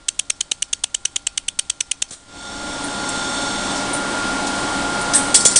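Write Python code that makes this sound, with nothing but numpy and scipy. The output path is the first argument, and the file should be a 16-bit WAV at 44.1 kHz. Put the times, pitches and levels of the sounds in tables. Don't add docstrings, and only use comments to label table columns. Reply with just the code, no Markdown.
import sys
import numpy as np
from scipy import signal
from scipy.fft import rfft, irfft, next_fast_len
from scipy.io import wavfile
from scipy.ndimage import map_coordinates

SR = 44100
rng = np.random.default_rng(int(sys.argv[2]) if len(sys.argv) > 2 else 0)


def dump(signal):
    limited = np.clip(np.atleast_2d(signal).T, -1, 1)
    pcm = np.round(limited * 32767).astype(np.int16)
    wavfile.write(sys.argv[1], SR, pcm)


def field_ratio(decibels):
    return 10 ** (np.asarray(decibels, dtype=float) / 20)


N = 246519

# (frequency [Hz], level [dB per Hz])
ECHO_SPECTRUM = [(880, -41), (1500, -6.5), (2010, -10), (2550, -7.5), (4580, -2.5), (4810, -7.5),
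                 (8030, -1.5), (10000, -7.5), (10500, -35), (13600, -55), (22000, -120)]

DUCKED_DB = -29


def unit(x):
    return x / np.sqrt(np.mean(x ** 2) + 1e-20)


def along(points, hz):
    f, v = np.transpose(points)
    return np.interp(np.log(hz + 1), np.log(f + 1), v)


def over_time(points, t):
    return np.interp(t, *np.transpose(points))


def wobble(rate_hz):
    knots = rng.standard_normal(int(N * rate_hz / SR) + 4)
    return map_coordinates(knots, [np.arange(N) * rate_hz / SR])


def filtered(x, response):
    size = next_fast_len(len(x) + 8192)
    return irfft(rfft(x, size) * response(np.fft.rfftfreq(size, 1 / SR)), size)[:len(x)]


def noise(size, spectrum):
    return unit(filtered(rng.standard_normal(size), lambda hz: field_ratio(along(spectrum, hz))))


def resonant(x, modes):
    def response(f):
        total = 0
        for k, (hz, width_hz, db) in enumerate(modes):
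            damping = 1j * f * width_hz
            total = total + (-1) ** k * field_ratio(db) * damping / (hz * hz - f * f + damping)
        return total
    return unit(filtered(x, response))


def resonant_noise(size, modes):
    return resonant(rng.standard_normal(size), modes)


def add(track, start_s, sound):
    part = track[round(start_s * SR):][:len(sound)]
    part += sound[:len(part)]


def gate(t, start, stop, rise, fall):
    return np.clip((t - start) / rise, 0, 1) ** 2 * np.exp(-np.clip(t - stop, 0, None) / fall)


def tone(db, phase, sway_db, drift_rad):
    level = field_ratio(db + 3 + sway_db * wobble(7))
    return level * np.sin(phase + drift_rad * wobble(9) + 7 * rng.random())


def camera_gain(t):
    release_s, creep_s, ease_s = 2.237, .75, 0.068
    since = np.clip(t - release_s, 0, None)
    creep = 1 - np.exp(-since ** 2 / (since + ease_s) / creep_s)
    reduck_db = -13 * np.clip(t - 5.22, 0, None)
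    gain_db = 20 * np.log10(field_ratio(DUCKED_DB) + creep) + reduck_db
    dip_db = -0.5 * np.exp(-((t - 2.18) / .05) ** 2)
    return gain_db, dip_db


def rumble(gain_db):
    # (frequency [Hz], level [dB per Hz])
    spectrum = [(15, -2.5), (40, 1), (90, -8), (200, -13.5), (400, -63.5)]
    range_db = 11
    level_db = -46 + range_db * (np.tanh((gain_db - DUCKED_DB) / 14) - 1)
    return field_ratio(level_db + 4.5 + 1.1 * wobble(3.97)) * noise(N, spectrum)


def fan(t, gain_db, dip_db):
    # (multiple of blade rate, level [dB], change while welding [dB])
    blade_tones = [(1, -39.5, -2), (2, -43, -1), (2.5, -43, -4), (3, -36.5, -9), (4, -46.5, -3),
                   (5, -30.5, -1), (8, -50, -2)]
    # (time [s], frequency [Hz])
    fifth_tone = [(0, 1397), (2.05, 1397), (2.45, 1405), (5.3, 1405), (5.59, 1400)]
    # (time [s], load [0-1])
    welding = [(0, 1), (2.15, 1), (2.35, 0), (5.3, 0), (5.4, 1)]
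    # (frequency [Hz], level [dB])
    motor_hums = [(200, -43.5), (260, -42), (360, -49), (585, -48), (608, -47), (796, -48), (990, -50),
                  (1044, -47), (1090, -48), (1453, -51), (2202, -53)]
    # (frequency [Hz], level [dB per Hz])
    air_spectrum = [(53, -46.5), (90, -11), (228, -6.5), (281, 0.5), (417, -9.5), (843, -6.5),
                    (1290, -10.5), (1400, -6.5), (1500, -11), (2600, -26), (3380, -38), (5720, -120)]
    turn = 2 * np.pi * np.cumsum(over_time(fifth_tone, t)) / (5 * SR)
    load = over_time(welding, t)
    blades = sum(tone(db + load * loaded_db, k * turn, sway_db=1 + 2 / k ** 2, drift_rad=0.28 + 1.6 / k ** 2)
                 for k, db, loaded_db in blade_tones)
    hums = sum(tone(db, 2 * np.pi * hz * t, sway_db=2.5, drift_rad=1.3) for hz, db in motor_hums)
    air = field_ratio(-28 + 0.21 * wobble(5.38)) * noise(N, air_spectrum)
    return field_ratio(-22.5 + gain_db + dip_db + 25) * (blades + hums + air)


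def turntable(t):
    # (time [s], level [dB])
    level = [(0, -72), (.9, -66), (1.3, -62), (2.05, -61), (2.15, -80)]
    return tone(over_time(level, t), 2 * np.pi * 801 * t, sway_db=1.5, drift_rad=.4)


def gas_hiss(t, gain_db, dip_db):
    # (frequency [Hz], level [dB per Hz])
    hiss_spectrum = [(1180, -8), (2000, -1.5), (2510, -4), (3340, 0.5), (4470, -2), (4860, -2.5),
                     (6920, -5.5), (7740, -3.5), (8950, -4), (9800, -7.5), (10500, -16), (13600, -56.5),
                     (22000, -120)]
    # (frequency [Hz], width [Hz], level [dB])
    hose_modes = [(3550, 160, 0), (4430, 80, -2), (5480, 80, -1.5), (6560, 150, -5), (7530, 150, -4),
                  (8600, 100, -4)]
    # (time [s], level over the hiss [dB])
    hose_flow = [(2.25, -14), (2.4, -4), (3, -4), (3.75, -4), (3.9, -30)]
    hiss_db = -28 + 0.86 * gain_db + 1.9 * dip_db
    hose = field_ratio(over_time(hose_flow, t) + 2.7 * wobble(3.35)) * resonant_noise(N, hose_modes)
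    return field_ratio(hiss_db + 0.45 * wobble(12)) * (noise(N, hiss_spectrum) + hose)


def ticks():
    # (time [s], peak [dB], frequency [Hz], width [Hz], contact [s])
    events = [
        (2.088, -42, 5540, 1200, .001),
        (2.096, -44, 7500, 2000, .001),
        (2.837, -27, 9200, 500, .006),
        (3.09, -20, 8000, 900, .001),
        (3.74, -29, 5484, 2500, 0.04),
        (3.933, -19.5, 9180, 350, 0.0032),
        (3.945, -30, 7800, 300, .004),
        (4.464, -23.5, 5840, 5000, .012),
        (5.012, -24, 9160, 700, .004),
    ]
    out, t = np.zeros(N), np.arange(SR // 4) / SR
    for start_s, db, hz, width_hz, contact_s in events:
        t60_s = 55 / width_hz + 9 * contact_s
        ring = resonant_noise(len(t), [(hz, width_hz, 0)])
        touch = resonant_noise(len(t), [(hz, 3000, 0)])
        rise_s = contact_s / 2 + 1 / SR
        ring_shape = gate(t, 0, contact_s, rise_s, t60_s / np.log(1000))
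        touch_shape = gate(t, 0, contact_s, rise_s, .003)
        add(out, start_s, field_ratio(db - 1.5) * (ring_shape * ring + 0.77 * touch_shape * touch))
    return out


def valve():
    # (time [s], click [dB], click [Hz], thump [dB], body [dB])
    strokes = [
        (2.108, -31, 6650, -28, -25),
        (5.136, -14, 5670, -36, 6),
    ]
    # (frequency [Hz], level [dB per Hz])
    puff_spectra = [
        [(180, -40), (300, -9), (711, -8), (902, -31), (1110, -9.5), (2300, -17.5), (3990, -6), (4500, -11.5), (8150, -3.5), (9460, -5.5), (10500, -22), (13600, -53), (22000, -120)],
        [(880, -45), (1500, -14), (1710, -8.5), (2440, -25), (3560, -13.5), (4610, -24), (5940, -11), (7460, -17), (8570, -7), (10000, -6.5), (10500, -16), (13600, -50), (22000, -120)],
    ]
    # (frequency [Hz], width [Hz], level [dB])
    body_modes = [(1650, 200, -16), (3630, 400, -13.5), (8360, 350, 4), (10000, 300, -6.5)]
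    out, t = np.zeros(N), np.arange(SR // 3) / SR
    for (start_s, click_db, click_hz, thump_db, body_db), spectrum in zip(strokes, puff_spectra):
        gas = noise(len(t), spectrum) + field_ratio(body_db) * resonant_noise(len(t), body_modes)
        grit = field_ratio(.9 * wobble(200)[:len(t)])
        snap = noise(len(t), spectrum) + resonant_noise(len(t), [(click_hz, 1000, 0)])
        click = field_ratio(click_db) * gate(t, 0, 0.0035, .0004, 0.0052) * snap
        flow = gate(t, 0.0016, 0.028, 0.011, 0.0097) + 0.35 * gate(t, .015, 0.03, 0.018, 0.077)
        puff = field_ratio(click_db - 3) * flow * grit * gas
        rebound = 0.19 * gate(t, 0.0054, .009, 0.0018, .004)
        thump = field_ratio(thump_db) * (gate(t, 0.0051, 0.006, 0.00086, .0008) - rebound)
        add(out, start_s, click + puff - thump)
    return out


def ringing(t, modes, rise_s, t60_s, scatter_db):
    now = []
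    for hz, width_hz, db in modes:
        strength, detune = rng.standard_normal(2)
        now.append((hz * (1 + 0.0026 * detune), width_hz, db + scatter_db * strength))
    return gate(t, 0, 0.0048, rise_s, t60_s / np.log(1000)) * resonant_noise(len(t), now)


def vapour_jet(t, modes):
    sputter = rng.standard_normal(len(t)) * rng.exponential(size=len(t)) ** 0.49
    return resonant(sputter, sorted(modes))


def over_pulse(x):
    return x / np.sqrt(np.mean(x[:SR // 125] ** 2))


def room_echo(t, spectrum):
    # (delay [s], level [dB], spread [s])
    walls = [
        (.009, -25.5, 0.0058),
        (.028, -49, .008),
        (.062, -40, 0.011),
    ]
    # (frequency [Hz], t60 [s])
    hall_t60 = [(300, .25), (3000, 0.65), (10000, 0.72)]
    power = sum(field_ratio(2 * db) * gate(t, delay_s - .003, delay_s, 0.0043, spread_s)
                for delay_s, db, spread_s in walls)
    early = np.sqrt(power) * noise(len(t), spectrum)
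    hz, frame_s, z = signal.stft(noise(len(t), spectrum), SR, nperseg=256)
    decay = field_ratio(-60 * frame_s / along(hall_t60, hz)[:, None])
    hall = signal.istft(z * decay, SR, nperseg=256)[1][:len(t)]
    return early + field_ratio(-40.5) * gate(t, 0.0043, 1, 0.0066, 1) * hall


def flash(db, low_hz, high_hz, knock_db, echo_spectrum, echo_db):
    # (frequency [Hz], width [Hz], level [dB])
    slow_modes = [(3097, 425, 15.5), (2450, 890, -5), (4170, 700, -23)]
    # (frequency [Hz], width [Hz], level [dB])
    fast_modes = [(6270, 810, -0.5), (8305, 440, -0.5), (9920, 850, -10)]
    t = np.arange(SR // 2) / SR
    snap = field_ratio(-8) * np.exp(-t / 0.00025) * np.sin(2 * np.pi * 7500 * t) * (t < .003)
    lead = field_ratio(-17.5) * gate(t, 0, 0.0038, 0.00058, 0.0027) * noise(len(t), ECHO_SPECTRUM)
    fast = vapour_jet(t, fast_modes + [(high_hz, 300, 4)])
    high = field_ratio(-12) * over_pulse(gate(t, 0.00074, 0.0064, 0.002, 0.0012) * fast)
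    slow = vapour_jet(t, slow_modes + [(low_hz, 250, 14)])
    low = field_ratio(-19 - db) * over_pulse(gate(t, .0015, .0071, 0.0025, 0.00067) * slow)
    push_noise = noise(len(t), [(600, -26), (1100, -6), (2100, 6), (2800, -5)])
    push = field_ratio(knock_db / 2 - 17) * over_pulse(gate(t, 0, .0072, .007, 0.00035) * push_noise)
    knock_noise = noise(len(t), [(60, -25), (200, 0.5), (900, -2), (1500, -17.5)])
    knock = field_ratio(knock_db - 1) * over_pulse(gate(t, 0, .0072, .007, 0.00085) * knock_noise)
    echo = field_ratio(echo_db) * room_echo(t, echo_spectrum)
    return field_ratio(db) * (snap + lead + high + low + push + knock + echo)


def laser():
    # (peak [dB], low whistle [Hz], high whistle [Hz], knock [dB])
    first_seam = [(-1.5, 3850, 7820, -48), (-2.5, 2500, 8870, -33), (-2, 3070, 6630, -37),
                  (-4.5, 3000, 6900, -39.5), (-2.5, 3190, 3800, -29.5), (-3, 3150, 5980, -41),
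                  (-2.5, 3800, 6670, -35.5), (-3.5, 2820, 8720, -30.5), (-3.5, 3400, 7830, -33),
                  (-1.5, 2500, 5820, -36.5), (-4, 2730, 7100, -33.5), (-3.5, 2700, 7650, -34.5),
                  (-4.5, 2900, 8550, -45), (-5.5, 3440, 6030, -39), (-1, 2930, 6300, -37.5),
                  (-3, 3030, 6800, -46), (-3, 3100, 5970, -37), (-3, 3250, 9000, -38),
                  (-2.5, 3600, 7500, -32.5)]
    # (peak [dB], low whistle [Hz], high whistle [Hz], knock [dB])
    second_seam = [
        (4.3, 3450, 8070, -23.5),
        (2.7, 2950, 7130, -16),
        (3.4, 3360, 8300, -25),
    ]
    # (frequency [Hz], width [Hz], level [dB])
    cone_modes = [(2500, 90, -3), (3190, 110, 0), (3790, 98, -3), (4480, 80, 1), (5460, 130, 0),
                  (6160, 120, 0), (6700, 100, -6), (7200, 90, -8), (7650, 120, -3), (8000, 100, -3),
                  (8550, 80, -1), (8940, 140, -6.5), (9710, 100, -6)]
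    # (frequency [Hz], width [Hz], level [dB])
    rim_modes = [(3380, 200, -14), (4580, 180, -11), (5530, 120, -6), (6270, 150, -7.5), (6970, 140, -12),
                 (7230, 150, -11), (8130, 110, -9), (8580, 150, -5), (9320, 160, -2)]
    # (frequency [Hz], level [dB per Hz])
    rim_echo = [(1060, -51), (1800, -6), (2870, -16), (4400, -0.5), (5090, 1.5), (5400, 2), (6840, -2),
                (7420, 6), (9610, 3), (10500, -11), (13600, -67), (22000, -120)]
    pulse_s = .10756
    out, t = np.zeros(N), np.arange(SR // 4) / SR
    for k, (db, low_hz, high_hz, knock_db) in enumerate(first_seam):
        start_s = .0856 + k * pulse_s
        modes = sorted(cone_modes + [(low_hz, 120, -2)])
        add(out, start_s - .002, flash(db, low_hz, high_hz, knock_db, ECHO_SPECTRUM, echo_db=-8))
        add(out, start_s, field_ratio(db - 35.5) * ringing(t, modes, rise_s=0.0045, t60_s=.17, scatter_db=3.5))
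    for k, (db, low_hz, high_hz, knock_db) in enumerate(second_seam):
        start_s = 5.3433 + k * pulse_s
        modes = sorted(rim_modes + [(high_hz, 120, 5)])
        add(out, start_s, flash(db, low_hz, high_hz, knock_db, rim_echo, echo_db=18))
        add(out, start_s, field_ratio(db - 8) * ringing(t, modes, rise_s=.0005, t60_s=.16, scatter_db=1.5))
    return out


def scene():
    t = np.arange(N) / SR
    gain_db, dip_db = camera_gain(t)
    workshop = rumble(gain_db) + fan(t, gain_db, dip_db) + turntable(t) + gas_hiss(t, gain_db, dip_db)
    return (workshop + ticks() + valve() + laser())[None]


def top_cut(x):
    return signal.sosfilt(signal.butter(12, 10820, fs=SR, output="sos"), x)


def record(dry):
    # (frequency [Hz], level [dB])
    band_edge = [(9800, -0.5), (10300, -12.5), (10900, -39.5), (11800, -66), (13000, -100)]
    saturated = dry[0] / (1 + np.abs(dry[0] / 0.77) ** 6) ** (1 / 6)
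    narrow = filtered(saturated, lambda hz: field_ratio(along(band_edge, hz)))
    return top_cut(np.clip(1.032 * narrow, -1, 1)[None])


dry = scene()
out = record(dry)
dump(out)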